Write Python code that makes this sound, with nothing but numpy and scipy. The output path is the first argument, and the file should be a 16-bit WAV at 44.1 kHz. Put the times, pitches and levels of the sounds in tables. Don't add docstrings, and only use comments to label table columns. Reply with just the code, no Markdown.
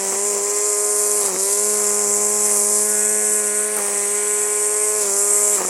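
import sys
import numpy as np
from scipy import signal
from scipy.fft import rfft, irfft
from scipy.io import wavfile
from scipy.ndimage import map_coordinates

SR = 44100
rng = np.random.default_rng(int(sys.argv[2]) if len(sys.argv) > 2 else 0)


def to_wav(sig):
    pcm = np.clip(np.atleast_2d(sig), -1, 1) * 32767
    pcm = np.round(pcm).astype(np.int16)
    wavfile.write(sys.argv[1], SR, pcm.T)


N = 250929
TIME_S = np.arange(N) / SR
BINS_HZ = np.fft.rfftfreq(N, 1 / SR)


def amp(db):
    return 10 ** (np.asarray(db) / 20)


def unit(x):
    return x / np.sqrt(np.mean(x ** 2) + 1e-20)


def play(table):
    s, *columns = np.transpose(table)
    return [np.interp(TIME_S, s, column) for column in columns]


def colour(x, points):
    hz, db = np.transpose(points)
    gain_db = np.interp(np.log(BINS_HZ + 1), np.log(hz), db)
    return irfft(rfft(x) * amp(gain_db), N)


def bandpass(x, order, low_hz, high_hz):
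    return signal.sosfilt(signal.butter(order, [low_hz, high_hz], "band", fs=SR, output="sos"), x)


def wander(rate_hz):
    return unit(np.interp(TIME_S * rate_hz, np.arange(8192), rng.standard_normal(8192)))


def sweeps(turns, depth_db, uneven_db, scatter_db, edge_db=0):
    chance = np.interp(2 * turns, np.arange(2048), rng.standard_normal(2048))
    angle = 2 * np.pi * turns
    passes_db = depth_db * np.cos(2 * angle) - edge_db * np.cos(4 * angle)
    return unit(amp(passes_db + uneven_db * np.cos(angle) + scatter_db * chance))


def stretches(x, parts, sag, swing):
    centres_hz = [part[0] for part in parts]
    spectrum = rfft(x)
    out = []
    for (_, db, swing_db, sag_db), pick in zip(parts, np.eye(len(parts))):
        band = irfft(spectrum * np.interp(BINS_HZ, centres_hz, pick), N)
        out.append(amp(db + swing_db * swing + sag_db * sag) * band)
    return out


GRIP_S, SETTLE_S = 0.01996, 0.018


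def held(start_s, length_s):
    rise = np.clip((TIME_S - start_s) / GRIP_S, 0, 1)
    return rise * np.clip((start_s + length_s - TIME_S) / GRIP_S + 1, 0, 1)


def lagged(x, lag_s, first=0):
    keep = np.exp(-1 / (lag_s * SR))
    return signal.lfilter([1 - keep], [1, -keep], x + 1e-12, zi=[first])[0]


# start in seconds, length in seconds,
# drag in turns per second, thrashing in dB before the gain of the grass.
CUTS = [(0, 0.096, 9, -38.5), (0.101, 0.04, 7, -36), (0.282, .11, 7.7, -38.5), (0.417, 0.19, 1.8, -44.5),
        (0.643, 0.11, 3.47, -59), (0.775, 0.4, 1.92, -55), (1.181, 0.06, 11.5, -36),
        (1.249, 0.086, 24.4, -41), (1.376, 0.1406, 1.42, -45), (1.712, 0.22, 3.16, -47),
        (1.986, 0.093, 5.5, -45), (2.078, 0.36, 1.32, -50), (2.452, 0.13, 4.74, -41.5),
        (2.582, 0.19, 1, -60), (2.889, 0.08, 2.45, -46), (3.156, 0.23, 0.804, -66),
        (3.37, .131, 2.8, -49.5), (3.749, 0.057, 12.3, -37), (3.824, 0.09, 4.25, -40),
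        (3.913, .15, 4.06, -47), (4.121, 0.53, 1.61, -72), (4.984, 0.12, 12.4, -39.5),
        (5.121, 0.42, 1.92, -53), (5.534, 0.082, 29.6, -34.5), (5.628, 0.051, 14.6, -52)]
SPIN_S, FIRST_SAG_TURNS_PER_S = .133, 8.4


def load():
    drag, thrash = np.zeros((2, N))
    for start_s, length_s, turns_per_s, db in CUTS:
        contact = held(start_s, length_s)
        drag += turns_per_s * contact
        thrash += amp(db) * contact
    sag = lagged(drag, SPIN_S, FIRST_SAG_TURNS_PER_S)
    return lagged(drag, SETTLE_S), sag, lagged(thrash, SETTLE_S)


# order of the turning speed, level in dB before the changes below.
PARTIALS = [(1, -64.5), (3, -50.5), (4, -26), (5, -45.5), (7, -46.5), (9, -51), (10, -38), (11, -61),
            (13, -63), (16, -45.5), (17, -63), (18, -53.5), (19, -57.5), (20, -48), (22, -48.5),
            (24, -53.5), (26, -57.5), (28, -61), (30, -63), (32, -61.5), (34, -63.5), (40, -63.5),
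            (42, -60.5)]
# order, dB at full left swing, dB per turn per second lost,
# share of the buzz.
RESPONSE = [(1, -6, -0.5, -0.08), (4.33, -1.8, -0.34, -0.17), (6.18, -5, 0, 0.32), (7.95, 0, -0.5, -0.22),
            (10, 2, -0.33, -0.83), (12.1, -1, -4, -0.39), (13.2, 3, -2.7, 0.86), (16, -1, -0.92, 1),
            (18, 6, 0.3, 0.49), (19.98, 0, -0.02, 0.55), (21.5, 4.5, -0.73, 0.044), (25.1, 7, -0.1, 0.15),
            (33.5, 4.5, 0.24, 0.065)]
# time in seconds, level in dB.
DRONE = [(0, -41.5), (.42, -47), (.64, -60), (.87, -52), (1.2, -47), (1.35, -39.5), (1.49, -53.5),
         (1.65, -40.5), (2.3, -39), (3.05, -39), (4.05, -44.5), (4.87, -54.5), (5.06, -44.5), (5.25, -49),
         (5.69, -43)]
THIRD_HARMONIC = [(0, -37.5), (.3, -37), (.52, -40), (.8, -36.5), (1.22, -37), (1.32, -37), (1.45, -37),
                  (2.3, -36.5), (2.4, -39), (2.55, -34.5), (2.8, -37), (3.3, -38.5), (3.85, -37.5),
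                  (4.35, -44), (5.1, -34.5), (5.3, -38), (5.48, -32.5), (5.69, -42)]
FOURTH_HARMONIC = [(0, -41), (.55, -44), (.73, -50), (.9, -51), (1.3, -44), (1.45, -48), (2.05, -41.5),
                   (2.35, -40), (2.9, -43.5), (3.15, -46), (3.65, -56), (3.78, -38), (3.9, -40.5),
                   (4.15, -45.5), (4.5, -43.5), (5.69, -45)]
SIXTH_HARMONIC = [(0, -63), (.7, -43), (1.4, -49), (1.62, -57), (1.8, -44), (2.1, -46), (2.3, -51),
                  (2.55, -45), (2.8, -48), (3.1, -61), (3.5, -50), (4.1, -49), (4.5, -49), (5.0, -47.5),
                  (5.3, -40), (5.69, -46)]
SEVENTH_HARMONIC = [(0, -62), (.45, -71), (.65, -51), (1.05, -46), (1.17, -52), (1.75, -44.5), (2.1, -47),
                    (2.77, -58), (2.92, -39), (3.3, -43), (3.6, -39), (3.8, -45.5), (4.05, -50), (4.2, -42),
                    (4.95, -46), (5.1, -42), (5.69, -51)]
# time in seconds, change in dB.
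NOTE_SWELL = [(0, -2), (.35, 0.8), (2.2, -0.7), (2.45, -2.3), (2.82, -1.8), (3.1, -0.5), (3.7, -0.3),
              (3.83, -1), (4.25, 1.5), (5.05, 0.5), (5.69, -1.5)]
# time in seconds, change in dB, before each partial's share.
BUZZ = [(0, -1.5), (.9, -1), (1.25, -1.5), (1.65, -1), (2.1, -2.5), (2.78, 0), (2.95, 7), (3.35, 5.5),
        (3.85, 4.5), (4.9, 1), (5.69, 1.5)]
# time in seconds, change in dB.
WHINE = [(0, -1), (.3, -1), (.62, 0.5), (.9, -4), (1.3, 2), (1.55, 3.5), (1.9, -3), (2.2, -4), (2.5, -1),
         (2.75, -3.5), (3.1, -2.5), (3.6, -3), (4.2, 0.5), (4.9, -1.5), (5.1, -1), (5.45, 0.5), (5.69, -3)]
THROB_AT_S, THROB_S, THROB_DB = 2.01, 0.268, 11
WAVER_DB = 1.5
FLUTTER_TURNS, FLUTTER_TURNS_PER_DRAG = .0005, .0004
CHIRP_TURNS = .0015
SMEAR_TURNS, SMEAR_LEFT_TURNS = .13, .05


def hum(turns, sag, swing, drag, shimmer_db=2.56):
    buzz_db, = play(BUZZ)
    whine_db, = play(WHINE)
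    orders, *response = np.transpose(RESPONSE)
    curves = {2: DRONE, 6: THIRD_HARMONIC, 8: FOURTH_HARMONIC, 12: SIXTH_HARMONIC, 14: SEVENTH_HARMONIC}
    levels_db = {k: play(curve)[0] for k, curve in curves.items()}
    for order, db in PARTIALS:
        k = round(order)
        swing_db, sag_db, share = [np.interp(k, orders, column) for column in response]
        levels_db[k] = db + swing_db * swing + sag_db * sag + share * buzz_db
        if k >= 22:
            levels_db[k] += whine_db
        if k not in (1, 4, 10, 16):
            levels_db[k] += WAVER_DB * np.tanh(wander(4)) + shimmer_db * wander(45)
    levels_db[1] += THROB_DB * held(THROB_AT_S, THROB_S)
    levels_db[4] += play(NOTE_SWELL)[0]

    flutter = (FLUTTER_TURNS + FLUTTER_TURNS_PER_DRAG * drag) * wander(170)
    even_smear = SMEAR_TURNS + (SMEAR_LEFT_TURNS - SMEAR_TURNS) * swing
    out = np.zeros(N)
    for k, db in levels_db.items():
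        smear = 1 if k % 2 or k > 29 else even_smear
        lag = CHIRP_TURNS * k ** 2 + smear * rng.standard_normal()
        out += amp(db) * np.cos(2 * np.pi * (k * (turns + flutter) - lag))
    return np.sqrt(2) * out


# time in seconds, pitch in Hz, relative level in dB.
LOW_WHISTLE = [(0, 7850, -8), (0.249, 7380, 0.5), (0.701, 7440, -3), (1.0, 7370, -3.5), (1.35, 7526, -14),
               (1.7, 7468, -3), (2.0, 7340, -1.5), (2.3, 7597, -1.5), (2.65, 7620, -15), (2.952, 8042, 1),
               (3.3, 7930, -2), (3.6, 8198, 3.5), (4.201, 8210, 4), (4.398, 7824, 2.5), (4.85, 7830, -5.5),
               (5.099, 7266, -1.5), (5.349, 7563, 2), (5.69, 7380, 2)]
HIGH_WHISTLE = [(0, 8860, -9), (0.219, 9030, 2), (0.451, 8420, -9), (0.95, 8940, 0), (1.3, 8850, -28),
                (1.65, 8600, -9.5), (2.102, 8570, -21), (2.721, 9320, -2), (2.921, 8840, -8),
                (3.099, 8580, 0.5), (3.351, 8720, 0.5), (3.698, 9170, 0.5), (4.3, 9400, -4),
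                (4.55, 8890, 4), (4.881, 8300, 3.5), (5.101, 8255, -9), (5.319, 8380, 7), (5.69, 8480, -27)]


def whistle(turns, table, width_hz=520, doppler_hz=130):
    pitch_hz, db = play(table)
    swung_hz = pitch_hz + doppler_hz * np.sin(4 * np.pi * turns)
    carrier = np.exp(2j * np.pi * np.cumsum(swung_hz) / SR)
    lowpass = signal.butter(2, width_hz / 2, fs=SR, output="sos")
    eddies = signal.sosfilt(lowpass, rng.standard_normal((2, N)))
    return amp(db) * unit((carrier * (eddies[0] + 1j * eddies[1])).real)


# frequency in Hz, gain in dB.
HISS_COLOUR = [(2500, -47), (3600, -33.5), (4400, -25), (5200, -14), (6000, -7), (6700, -4), (7400, 1.5),
               (8200, 1.5), (9200, -0.5), (10300, -2.5), (11500, -8), (12400, -16), (13300, -29.5),
               (16000, -88)]
# centre in Hz, gain in dB,
# dB at full left swing, dB per turn per second lost.
LINE = [(3880, 2.5, -8, -0.15), (5230, 3, -5, 0.2), (7700, 2, -3, -0.27), (9300, 2.5, -1, -0.3456)]
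# time in seconds, change in dB.
LOW_HISS_SWELL = [(0, -10), (.55, 5), (1.5, 13), (2.0, -7), (2.45, -12), (2.78, 7.5), (3.0, -7), (3.6, -4),
                  (4.5, 9), (5.08, 3.5), (5.3, -9), (5.69, -6)]
MID_HISS_SWELL = [(0, -2.7), (.3, -0.26), (1.6, 0.23), (2.0, 0.91), (2.9, 1.35), (3.7, -0.63), (4.3, -0.57),
                  (4.8, -0.85), (5.05, 1.5), (5.3, -2.07), (5.69, -0.06)]
HISS_SWELL = [(0, -1.6), (1.3, 0.3), (1.7, 0), (2.27, 2), (2.87, -0.5), (3.0, 2), (3.55, 0), (3.72, -7.5),
              (3.95, 0), (5.03, -0.3), (5.28, -0.5), (5.69, 3)]
TREBLE_SWELL = [(0, -4.5), (.6, -5), (.96, 0.5), (1.5, 1.5), (2.04, -2), (2.39, -0.5), (2.55, 2.5),
                (3.23, -1), (3.95, -2.5), (4.19, -4), (4.43, -1), (4.7, -2.5), (5.69, 2)]
DRIFT_DB = .5


def hiss(turns, sag, swing, whistle_db=-6, pulse_db=3.0, pulse_swing_db=-1.5):
    noise = rng.standard_normal(N)
    beat = sweeps(turns, pulse_db + pulse_swing_db * swing, 0.79, 1.06, 1.0)
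    swish = unit(colour(noise * beat, HISS_COLOUR))
    whistles = whistle(turns, LOW_WHISTLE) + whistle(turns, HIGH_WHISTLE)
    late_beat = sweeps(turns - .06, 2.0, .5, 1.0)
    eddies = unit(swish + amp(whistle_db) * whistles * late_beat)
    shaped = np.zeros(N)
    swells = [LOW_HISS_SWELL, MID_HISS_SWELL, HISS_SWELL, TREBLE_SWELL]
    for stretch, swell in zip(stretches(eddies, LINE, sag, swing), swells):
        shaped += amp(play(swell)[0] + DRIFT_DB * wander(11)) * stretch
    return amp(-19.5 + 0.46 * wander(40)) * shaped


# frequency in Hz, gain in dB.
AIR_COLOUR = [(30, -44), (80, -24), (130, -12), (220, -6), (320, 0), (480, 8.5), (750, 4.5), (1100, 6.5),
              (1600, 1), (2300, 2), (2900, -6.5), (3700, -6.5), (5000, -3), (12000, -22)]
# centre in Hz, gain in dB, dB at full left swing,
# dB per turn per second lost.
AIR_PARTS = [(895, 0, -3.5, 0.25), (1970, -1, 0, -0.13)]
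# time in seconds, change in dB.
RUSH_SWELL = [(0, 8.5), (.3, 4.5), (.7, 2.5), (.95, -0.5), (1.25, 6), (1.45, -3), (1.85, 5.5), (2.2, 4),
              (2.5, 5), (2.75, 0.5), (3.0, 4), (3.25, 2), (3.9, 7), (4.9, 1.5), (5.69, 6.5)]


def rush(turns, sag, swing):
    beat = sweeps(turns - .055, 1.0 + 2.0 * swing, 0.3, 0.5)
    puffs = unit(colour(rng.standard_normal(N) * beat, AIR_COLOUR))
    low, high = stretches(puffs, AIR_PARTS, sag, swing)
    return amp(-39.5) * (low + amp(play(RUSH_SWELL)[0]) * high)


# lag in ms, change of lag at full left swing in ms,
# level in dB.
REFLECTIONS = [(.422, -0.067, -27), (1.222, -0.23, -29)]


def echoes(x, swing):
    at = np.arange(N)
    out = x.copy()
    for lag_ms, change_ms, db in REFLECTIONS:
        lag_samples = (lag_ms + change_ms * swing) * SR / 1000
        out += amp(db) * map_coordinates(x, [at - lag_samples], order=3)
    return out


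# time in seconds, centre in Hz, depth 0-1.
LOW_HOLLOW = [(0, 3900, .2), (1.2, 3650, 0.7), (1.45, 3532, 0), (1.9, 3830, 0.39), (2.7, 3683, 0.2),
              (3.2, 3960, 0.19), (3.65, 4183, 0.1), (3.85, 4240, 0.28), (4.2, 4202, 0.2),
              (4.45, 4091, 0.62), (4.85, 4004, 0.48), (5.1, 3736, 0.15), (5.69, 3800, 0.41)]
HIGH_HOLLOW = [(0, 4600, 0.12), (2.8, 4540, 0.09), (3.05, 4830, 0.71), (3.35, 4872, 0.35),
               (3.62, 5046, 0.63), (3.85, 5074, 0.28), (4.3, 5090, 0.46), (4.8, 4717, 0.32),
               (5.05, 4640, 0.0038)]
HOLLOW_WIDTH_HZ = 480


def hollow(x, table):
    centre_hz, depth = play(table)
    carrier = np.exp(2j * np.pi * np.cumsum(centre_hz) / SR)
    keep = np.exp(-np.pi * HOLLOW_WIDTH_HZ / SR)
    band = 2 * (carrier * signal.lfilter([1 - keep], [1, -keep], x / carrier)).real
    return x - np.clip(depth, 0, 1) * band


# frequency in Hz, gain in dB.
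GRASS_COLOUR = [(30, -44), (90, -40), (170, -4.5), (300, -4.5), (480, 3.5), (800, -2.5), (1250, -1),
                (1700, -24), (2400, -5.5), (3500, -22), (6000, -2), (10000, -16), (16000, -14)]


def grass(turns, thrash, stalks_per_s=7000):
    blades = rng.standard_normal(N) * (rng.random(N) < stalks_per_s / SR)
    whipped = blades * sweeps(turns, 1.4, 0.19, 0.29)
    return amp(5.0) * thrash * unit(colour(whipped, GRASS_COLOUR))


# start in seconds, length in seconds, pitch in Hz,
# level in dB before the swell and fade.
BRUSHES = [(.09, .09, 850, -36), (1.174, .15, 4606, -38), (1.159, 0.26, 952, -36), (1.665, 0.16, 5546, -38),
           (1.77, 0.077, 1254, -40), (1.919, 0.14, 2000, -42), (2.385, 0.19, 1950, -40),
           (3.787, 0.16, 862, -40.5), (4.95, .18, 4400, -40), (5.483, .13, 2800, -41.5),
           (5.541, .13, 1051, -33)]
BRUSH_WIDTH = 0.27


def brushes(turns):
    out = np.zeros(N)
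    for start_s, length_s, hz, db in BRUSHES:
        noise = rng.standard_normal(N) * sweeps(turns, 1.5, .5, .8)
        rasp = unit(bandpass(noise, 2, hz * (1 - BRUSH_WIDTH), hz * (1 + BRUSH_WIDTH)))
        arch = np.sin(np.pi * np.clip((TIME_S - start_s) / length_s, 0, 1)) ** 2
        out += amp(db) * arch * rasp
    return out


# time in seconds, then peak levels of the knock,
# crunch and snap in dB before the final high-pass.
STRIKES = [(0.124, -24, -26, -28), (.133, -22, -26, -29), (0.152, -20.5, -32, -32), (0.363, -22, -28, -43),
           (0.5, -41, -36, -17), (1.212, -37, -28, -18), (1.268, -36, -33, -17), (1.282, -24, -24, -25),
           (1.291, -32, -26, -28), (1.326, -26, -32, -22), (1.343, -23, -23, -15), (1.361, -15.5, -22, -22),
           (3.767, -26, -22, -7), (3.777, -24, -23, -28), (3.787, -23, -21, -11), (3.796, -22, -29, -27),
           (5.575, -21, -29, -27), (5.583, -31, -25, -29), (5.593, -31, -28, -30), (5.605, -18, -23, -28),
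           (5.616, -17.5, -30, -27), (5.633, -31, -29, -33), (5.648, -17, -20, -22), (5.683, -19, -26, -25)]
# mean pitch in Hz, relative level in dB, t60 in seconds.
GUARD = [(306, -8.5, 0.027), (428, 13.5, 0.018), (1110, -2.5, 0.0075), (2030, 11, 0.0086)]


def strikes(knock_rise_s=0.00068, snap_s=0.0014, crunch_s=0.0014, crunch_hz=1350):
    age_s = np.arange(2048) / SR
    out = np.zeros(N)
    for s, knock_db, crunch_db, snap_db in STRIKES:
        ring = np.zeros(len(age_s))
        for hz, db, t60_s in GUARD:
            struck_hz = hz * (1 + 0.083 * rng.standard_normal())
            decay = np.exp(-np.log(1000) * age_s / t60_s)
            ring += amp(db) * decay * np.sin(2 * np.pi * struck_hz * age_s)
        knock = ring * (1 - np.exp(-age_s / knock_rise_s))
        snap = bandpass(rng.standard_normal(len(age_s)) * np.exp(-age_s / snap_s), 3, 7000, 12500)
        tear = rng.standard_normal(len(age_s)) * age_s * np.exp(-age_s / crunch_s)
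        crunch = bandpass(tear, 3, 600, crunch_hz)
        layers = [(knock, knock_db), (snap, snap_db), (crunch, crunch_db)]
        sound = sum(amp(db) * x / abs(x).max() for x, db in layers)
        part = out[round(s * SR):][:len(age_s)]
        part += sound[:len(part)]
    return signal.sosfilt(signal.butter(4, 150, "high", fs=SR, output="sos"), out)


# time in seconds, position (0 = right, 1 = left).
SWING = [(0, 0.099), (1.0, 0.083), (1.5, 0.041), (2.75, 0.038), (3.0, 0.55), (3.7, 0.9), (4.2, 0.96),
         (4.92, 0.55), (5.06, 0.16), (5.69, 0.3)]
FREE_TURNS_PER_S = 105.9
MUFFLE_DB, BURIED_DRAG_TURNS_PER_S = -0.3, 9


def scene():
    drag, sag, thrash = load()
    swing, = play(SWING)
    turns = np.cumsum(FREE_TURNS_PER_S - sag) / SR
    buried = lagged(np.maximum(drag - BURIED_DRAG_TURNS_PER_S, 0), SETTLE_S)
    air = amp(MUFFLE_DB * buried) * hiss(turns, sag, swing) + rush(turns, sag, swing)
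    air = hollow(hollow(echoes(air, swing), LOW_HOLLOW), HIGH_HOLLOW)
    trimmer = hum(turns, sag, swing, drag) + air
    trimmer = trimmer + grass(turns, thrash) + brushes(turns) + strikes()
    return np.array([trimmer, trimmer])


EDGE_HZ = 16000


def record(dry):
    lowpass = signal.firwin(511, EDGE_HZ, window=("kaiser", 9), fs=SR)
    return signal.oaconvolve(dry, lowpass[None], "same")


dry = scene()
out = record(dry)
to_wav(out)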